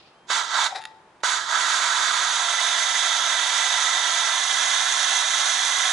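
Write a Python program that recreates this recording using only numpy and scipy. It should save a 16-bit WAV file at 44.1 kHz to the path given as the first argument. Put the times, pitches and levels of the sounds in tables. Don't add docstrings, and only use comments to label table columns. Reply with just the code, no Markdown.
import sys
import numpy as np
from scipy import signal
from scipy.fft import rfft, irfft, next_fast_len
from scipy.io import wavfile

SR = 44100
rng = np.random.default_rng(int(sys.argv[2]) if len(sys.argv) > 2 else 0)


def generate_wav(signal):
    frames = np.transpose(np.atleast_2d(signal))
    scaled = np.clip(frames, -1, 1) * 32767
    pcm = np.round(scaled).astype(np.int16)
    wavfile.write(sys.argv[1], SR, pcm)


def invert_db(x):
    u = np.asarray(x, float) / 20
    return 10 ** u


N = 261072
T = np.arange(N) / SR
PAD = next_fast_len(N + SR // 2)
HZ = np.arange(PAD // 2 + 1) * SR / PAD + 1e-3

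# (path off the car's flank [ms], low hiss [dB], middle [dB], top [dB], fine drops [dB])
STANCES = [
    (3.116, -24.5, -28, -31, -62),
    (3.125, -25, -28.5, -29.5, -58),
    (3.054, -27, -27, -29, -52),
    (2.952, -27.5, -27, -27.5, -48),
]


def rms_one(x):
    return x / np.sqrt(np.mean(x ** 2) + 1e-20)


def at_hz(points, column=1):
    points = np.array(points)
    return np.interp(np.log(HZ), np.log(points[:, 0]), points[:, column])


def drift(rate_hz):
    r = np.exp(-2 * np.pi * rate_hz / SR)
    noise = rng.standard_normal(N + SR)
    return rms_one(signal.lfilter([1], [1, -2 * r, r * r], noise)[SR:])


def ring(clicks, modes):
    out = 0
    for hz, level_db, t60_s in modes:
        r = invert_db(-60 / (t60_s * SR))
        w = 2 * np.pi * hz / SR
        resonator = [1, -2 * r * np.cos(w), r * r]
        out = out + invert_db(level_db) * signal.lfilter([0, np.sin(w)], resonator, clicks + 1e-18)
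    return out


def pan(x, left_db):
    return x * invert_db([[left_db / 2], [-left_db / 2]])


def swells(rows):
    return sum(invert_db(db - np.where(T < s, rise * (s - T), fall * (T - s))) for s, db, rise, fall in rows)


def flow():
    # (water arrives [s], air leaks ahead for [s], lowest pressure [s], sag [dB], let go [s])
    pulls = [
        (.302, .032, 0.481, -10, .668),
        (1.2347, .006, 1.455, -9.5, 6.5),
    ]
    leak_from_db, leak_to_db = -42, -6
    sag_fall_s, sag_recover_s = 0.064, 0.047
    rebound_db, rebound_s = 2, 0.031
    slug_s = 0.012
    shut_db, shut_s, bleed_db_per_s = -6, 0.014, 290
    recover_stretch = np.array([[1.01], [1.1], [1.25], [1.45]])
    sag_share = np.array([[0.9], [0.9], [0.85], [1.5]])
    rebound_share = np.array([[1.01], [-0.3], [-0.3], [-0.3]])
    leak_tilt_db = np.array([[0], [8], [6], [1.5]])
    slug_db = np.array([[1.5], [-2], [-4], [-3]])
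    bleed_share = np.array([[1.01], [0.95], [1.01], [1.05]])
    out = 0
    for arrives, leak_s, lowest, sag_db, shut in pulls:
        sag_width_s = np.where(T < lowest, sag_fall_s, sag_recover_s * recover_stretch)
        sag = sag_db * np.exp(-((T - lowest) / sag_width_s) ** 2)
        rebound = rebound_db * np.exp(-((T - lowest - 2 * sag_recover_s) / rebound_s) ** 2)
        slug = slug_db * np.exp(-np.abs(T - arrives) / slug_s)
        after = np.maximum(T - shut, 0)
        bleed = shut_db * np.minimum(after / shut_s, 1) - bleed_db_per_s * after
        water = sag_share * sag + rebound_share * rebound + slug + bleed_share * bleed
        ahead = np.clip((arrives - T) / leak_s, 0, 1)
        leak = leak_to_db + (leak_from_db - leak_to_db) * ahead + leak_tilt_db * ahead
        out = out + invert_db(np.where(T < arrives, leak, water)) * (ahead < 1)
    return out


def stance_shares():
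    # (start [s], end [s])
    moves = [
        (.9, 0.901),
        (2.1, 2.6),
        (4.29, 4.4),
    ]
    moved = [1] + [np.clip((T - a) / (b - a), 0, 1) for a, b in moves] + [0]
    return np.array([moved[k] - moved[k + 1] for k in range(len(STANCES))])


def hollows(rows, share):
    return np.prod([1 + (invert_db(share * db) - 1) / (1 + 2j * (HZ - hz) / width) for hz, width, db in rows], axis=0)


def paths(echoes):
    size, lead = 2048, 32
    far_echo_gain = 1.37
    left_lag_s = 9e-6
    scatter_db, scatter_t60_s, scatter_from_hz = -5, 0.045, 2500
    echo_cut_hz = 19000
    hz = np.arange(size // 2 + 1) * SR / size
    t = np.arange(size) / SR
    echoes = np.array(echoes)
    shares = echoes[:, 1:].T * np.where(echoes[:, 0] > 2, far_echo_gain, 1)
    copies = shares @ np.exp(-2j * np.pi * np.outer(echoes[:, 0] / 1000, hz))
    scatter = rng.standard_normal((2, size)) * invert_db(-60 * t / scatter_t60_s) * (t > 0.003)
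    scatter = invert_db(scatter_db) * scatter / np.sqrt(np.sum(scatter ** 2, axis=1, keepdims=True))
    late = rfft(scatter) / (1 + scatter_from_hz / (1j * hz + 1)) + copies
    r = np.exp(-2 * np.pi * echo_cut_hz / SR)
    dull = (1 - r) / (1 - r * np.exp(-2j * np.pi * hz / SR))
    lag = np.exp(-2j * np.pi * np.outer([lead / SR + left_lag_s, lead / SR], hz))
    return rfft(irfft((1 + dull * late) * lag), PAD)


def jet(gain):
    # (frequency [Hz], left [dB per Hz], right [dB per Hz])
    colour_lows = [(30, -75, -72), (170, -55, -54), (305, -38, -36.5), (513, -34, -30)]
    colour_rest = [(703, -24, -20.6), (978, -15, -12.5), (1510, -13, -0.5), (2500, -20.8, -15),
                   (3670, -20, -11), (6515.9, -18, -14), (8440, -25.5, -19), (11430, -31.5, -30)]
    # (frequency [Hz], share [0-1])
    spread_share = [(200, .25), (600, 0.05), (2500, 0.08), (9000, 0.21)]
    # (frequency [Hz], width [Hz], level [dB])
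    bottle_hollows = [(756, 14, 5), (1990, 90, 2.5), (3370, 110, 3), (3690, 100, 2.5), (5440, 130, 3),
                      (5830, 110, 2.5), (6060, 70, 2.2), (6290, 60, 3.5), (6520, 60, 2.5), (6700, 130, 2.5),
                      (7170, 110, 3)]
    # (delay after direct [ms], left share [1], right share [1])
    raised = [(.146, 0.25, 0.085), (.278, 0.34, 0.48), (.378, -0.022, -.27), (.484, 0.14, .05),
              (.556, 0.099, 0.0012), (.683, -0.19, -0.17), (.816, 0.23, 0.061), (.89, 0.082, .15),
              (.93, -.14, -0.05), (1.116, 0.099, 0.12), (1.22, -.12, -0.045), (1.345, 0.13, 0.03),
              (1.7, -0.023, -.05), (2.76, -.13, -0.039)]
    # (delay after direct [ms], left share [1], right share [1])
    lowered = [(.194, -0.04, -0.069), (0.296, 0.16, 0.5), (.406, -0.23, -0.32), (.673, -0.22, -0.22),
               (.726, -0.25, -0.32), (.991, -0.16, -0.091), (1.128, 0.1, 0.13), (1.4, .18, 0.12),
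               (1.51, .14, .03), (1.66, 0.16, 0.014), (1.96, .06, .01), (2.4, 0.076, 0.065),
               (2.68, -0.11, -0.047)]
    # (delay from the flank path [ms], left share [1], right share [1])
    flank = [
        (-.085, .13, 0.046),
        (0.001, 0.18, 0.31),
    ]
    # (delay after direct [ms], left share [1], right share [1])
    further = [(3.445, 0.044, 0.07), (3.56, -0.066, -0.036), (3.98, 0.075, 0.068), (4.34, .07, 0.032),
               (4.455, .09, .08), (4.6, 0.055, 0.051), (5.42, 0.065, .05), (6.05, 0.06, .03),
               (6.3, -0.054, -0.034)]
    low_edge_hz, high_edge_hz = 2500, 5000
    finest_hz, valley_hz, valley_width_hz = 7800, 2500, 520

    white = rfft(rng.standard_normal((3, PAD)))
    table = list(colour_lows) + list(colour_rest)
    colour = invert_db([at_hz(table, column=1), at_hz(table, column=2)])
    peaks = [hollows(bottle_hollows, shown) for shown in (0.4, 0.4, 0.9, 1.01)]
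    peaks[0] = peaks[0] * hollows([(830, 260, 5)], 1)
    share = np.clip(at_hz(spread_share), 0, 1)
    above_low = 1 / (1 + (low_edge_hz / HZ) ** 12)
    above_high = 1 / (1 + (high_edge_hz / HZ) ** 12)
    registers = [1 - above_low, above_low - above_high, above_high]
    hiss = 0
    near_paths = [raised, raised, lowered, lowered]
    for held, peak, near, stance in zip(stance_shares(), peaks, near_paths, STANCES):
        flank_ms, *levels_db, _ = stance
        off_flank = [(flank_ms + ms, left, right) for ms, left, right in flank]
        echoes = list(near) + off_flank + list(further)
        heard = np.sqrt(1 - share) * paths(echoes) * white[0] + np.sqrt(share) * white[1:]
        heard = colour * peak * heard
        even = 0
        for register, db in zip(registers, levels_db):
            power = 2 * np.sum(abs(register * heard.mean(axis=0)) ** 2)
            even = even + invert_db(db) * register * PAD / np.sqrt(power)
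        hiss = hiss + held * irfft(heard * even, PAD)[:, :N]
    finest = 1 / (1 + (finest_hz / HZ) ** 6)
    finest = finest + np.exp(-((HZ - valley_hz) / valley_width_hz) ** 2)
    split = np.array([r * (1 - finest) for r in registers] + [finest])
    low, middle, top, finest = irfft(rfft(hiss, PAD) * split[:, None], PAD)[..., :N]
    surge = drift(8.2)
    out = low * gain[0] * invert_db(0.35 * surge) + middle * gain[1] * invert_db(0.41 * surge)
    return out + (top * gain[2] + finest * gain[3]) * invert_db(0.5 * surge + 0.5322 * drift(25.0))


def spatter(gain):
    drops = (rng.random((2, N)) < 9000 / SR) * rng.standard_normal((2, N))
    level = invert_db(np.array(STANCES)[:, -1] @ stance_shares()) * gain[3]
    bright = signal.butter(2, 7000, "high", fs=SR, output="sos")
    return level * rms_one(signal.sosfilt(bright, drops))


def pops():
    # (time [s], peak [dB])
    slugs = [
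        (0.3014, -21),
        (1.2349, -16.5),
    ]
    clicks = np.zeros(N)
    for s, peak_db in slugs:
        clicks[round(s * SR)] = invert_db(peak_db)
    modes = [(478, -18, 0.02), (650, -5, 0.017), (900, -2, 0.016), (1280, -4, 0.01169)]
    return pan(ring(clicks, modes), -2.2)


def valve():
    # (time [s], peak [dB], rise [dB/s], fall [dB/s])
    gurgle_swells = [
        (.728, -33, 350, 250),
        (.764, -39, 700, 550),
        (.80, -57, 300, 200),
    ]
    # (time [s], peak [dB], rise [dB/s], fall [dB/s])
    rattle_swells = [
        (.70, -43, 200, 200),
        (.761, -31, 1200, 650),
        (.786, -46, 900, 500),
        (.858, -55, 400, 160),
    ]
    # (frequency [Hz], level [dB], t60 [s])
    rattle_modes = [(1552, -13, 0.0092), (1960, -1, .012), (2431, -4, .006), (3840, 4, 0.0052),
                    (4900, -1, 0.0046), (7010, -14, .002)]
    # (time [s], peak [dB], left over right [dB])
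    tick_events = [
        (.674, -22, 3),
        (.757, -27, 3),
        (.812, -33, 3),
        (.818, -28, 3),
        (.825, -30, 2),
        (0.8388, -25, 1),
        (.8535, -17, -2),
        (.873, -37, 0),
        (1.205, -46.5, -9),
        (1.212, -46, -9),
    ]
    # (frequency [Hz], level [dB], t60 [s])
    tick_modes = [(1950, -6, .010), (2770, -9, 0.0056), (3760, -2, 0.0047), (4600, -6, .003),
                  (7000, -9, 0.0022)]
    # (frequency [Hz], level [dB], t60 [s])
    lance_modes = [(877.5, -38, .88), (1674, -55, .7)]
    # (delay [s], level [dB])
    bounces = [(.0022, -6), (.0041, -13), (.0063, -18)]
    lance_struck_s, tick_cut_hz = 0.762, 1100

    gurgle = ring(rng.standard_normal(N), [(768.0, 5.5, 0.08), (901, -9, 0.0411)])
    gurgle = rms_one(gurgle) * swells(gurgle_swells)
    knocks = (rng.random(N) < 9000 / SR) * invert_db(1.6 * rng.exponential(1, N)) * rng.choice([-1, 1], N)
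    rattle = rms_one(ring(knocks, rattle_modes)) * swells(rattle_swells)
    clicks = np.zeros((2, N))
    for s, peak_db, left_db in tick_events:
        clicks[:, round(s * SR)] = pan(invert_db(peak_db + 1.0), left_db)[:, 0]
        for later_s, loss_db in bounces:
            clicks[:, round((s + later_s) * SR)] = pan(invert_db(peak_db + loss_db), left_db)[:, 0]
    clicks = signal.sosfilt(signal.butter(2, tick_cut_hz, "high", fs=SR, output="sos"), clicks)
    ticks = 0.56 * ring(clicks, tick_modes) + 1.6 * clicks
    blow = np.zeros(N)
    blow[round(lance_struck_s * SR)] = 1
    return pan(gurgle, 4.0) + pan(rattle, 4.5) + ticks + pan(ring(blow, lance_modes), 5.9)


def yard(x):
    t60_s, level_db, left_db, cut_hz = 0.7, -23, 3, 2100
    t = np.arange(SR // 2) / SR
    tail = rng.standard_normal((2, SR // 2)) * invert_db(-60 * t / t60_s) * (t > 0.02)
    tail = signal.lfilter([1], [1, -np.exp(-2 * np.pi * cut_hz / SR)], tail)
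    tail = tail / np.sqrt(np.sum(tail ** 2, axis=1, keepdims=True))
    tail = pan(tail * invert_db(level_db), left_db)
    return irfft(rfft(x.mean(axis=0), PAD) * rfft(tail, PAD), PAD)[:, :N]


def rumble(gain):
    calm_db, stirred_db, gust_db, stir_s = -80, -69, 2, 0.15
    band = signal.butter(1, [18, 130], "band", fs=SR, output="sos")
    noise = signal.sosfilt(band, rng.standard_normal((3, N)))
    r = np.exp(-1 / (stir_s * SR))
    stirred = signal.lfilter([1 - r], [1, -r], gain[0])
    level = invert_db(calm_db) + invert_db(stirred_db + gust_db * drift(1.5)) * stirred
    return level * rms_one(0.6 * noise[0] + noise[1:] * invert_db([[-1.2], [1.2]]))


def bird():
    # (time [s], length [s], first pitch [Hz], last pitch [Hz], level [dB])
    whistles = [
        (.04, .032, 2480, 2380, -59),
        (.11, .165, 2510, 3170, -68),
    ]
    glide_s, edge_s = 0.025, 0.014
    out = 0
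    for s, length_s, first_hz, last_hz, db in whistles:
        u = np.clip(T - s, 0, length_s)
        hz = first_hz + (last_hz - first_hz) * (1 - np.exp(-(u / glide_s) ** 2 / 2))
        edge = np.clip(np.minimum(u, length_s - u) / edge_s, 0, 1)
        phase = 2 * np.pi * np.cumsum(hz) / SR + np.array([[0], [1.5]])
        out = out + np.sqrt(2) * invert_db(db) * edge * np.sin(phase)
    return out


def hedge():
    # (time [s], peak [dB], rise [dB/s], fall [dB/s])
    rustles = [
        (0.0, -57, 500, 110),
        (.09, -72, 600, 600),
    ]
    band = signal.butter(4, [2400, 5100], "band", fs=SR, output="sos")
    leaves = rms_one(signal.sosfilt(band, rng.standard_normal((2, N))))
    return leaves * swells(rustles) * invert_db(4.5 + 2.5 * drift(39.66))


def traffic():
    # (frequency [Hz], level [dB per Hz])
    air_colour = [(20, -26), (141, -7.5), (280, -10), (355, -2.5), (542, -7.5), (872, -3.5), (2260, -15.5),
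                  (11000, -34)]
    # (frequency [Hz], likeness [0-1])
    air_likeness = [(60, 0.7947), (220, 1), (820, 0.846), (3050, 0.349), (11300, 0.269)]
    level_db = -55.5
    alike = np.clip(at_hz(air_likeness), 0, 1)
    mid, side = rfft(rng.standard_normal((2, PAD))) * invert_db(at_hz(air_colour))
    air = np.sqrt(1 + alike) * mid + np.sqrt(1 - alike) * side * [[1], [-1]]
    return invert_db(level_db) * rms_one(irfft(air, PAD)[:, :N])


def scene():
    gain = flow()
    no_bass = signal.butter(4, 490, "high", fs=SR, output="sos")
    lance = jet(gain) + signal.sosfilt(no_bass, pops() + valve())
    return lance + yard(lance) + spatter(gain) + rumble(gain) + bird() + hedge() + traffic()


def band_limit(x):
    return signal.sosfilt(signal.butter(12, 11880, fs=SR, output="sos"), x)


def record(dry):
    top_hz = 11030
    rounded = 0.8 * np.tanh(dry / 0.8)
    cut = 1 / (1 + np.minimum(HZ / top_hz, 1.2) ** 1600)
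    mix = irfft(rfft(rounded, PAD) * np.sqrt(cut), PAD)[:, :N]
    return band_limit(mix)


dry = scene()
out = record(dry)
generate_wav(out)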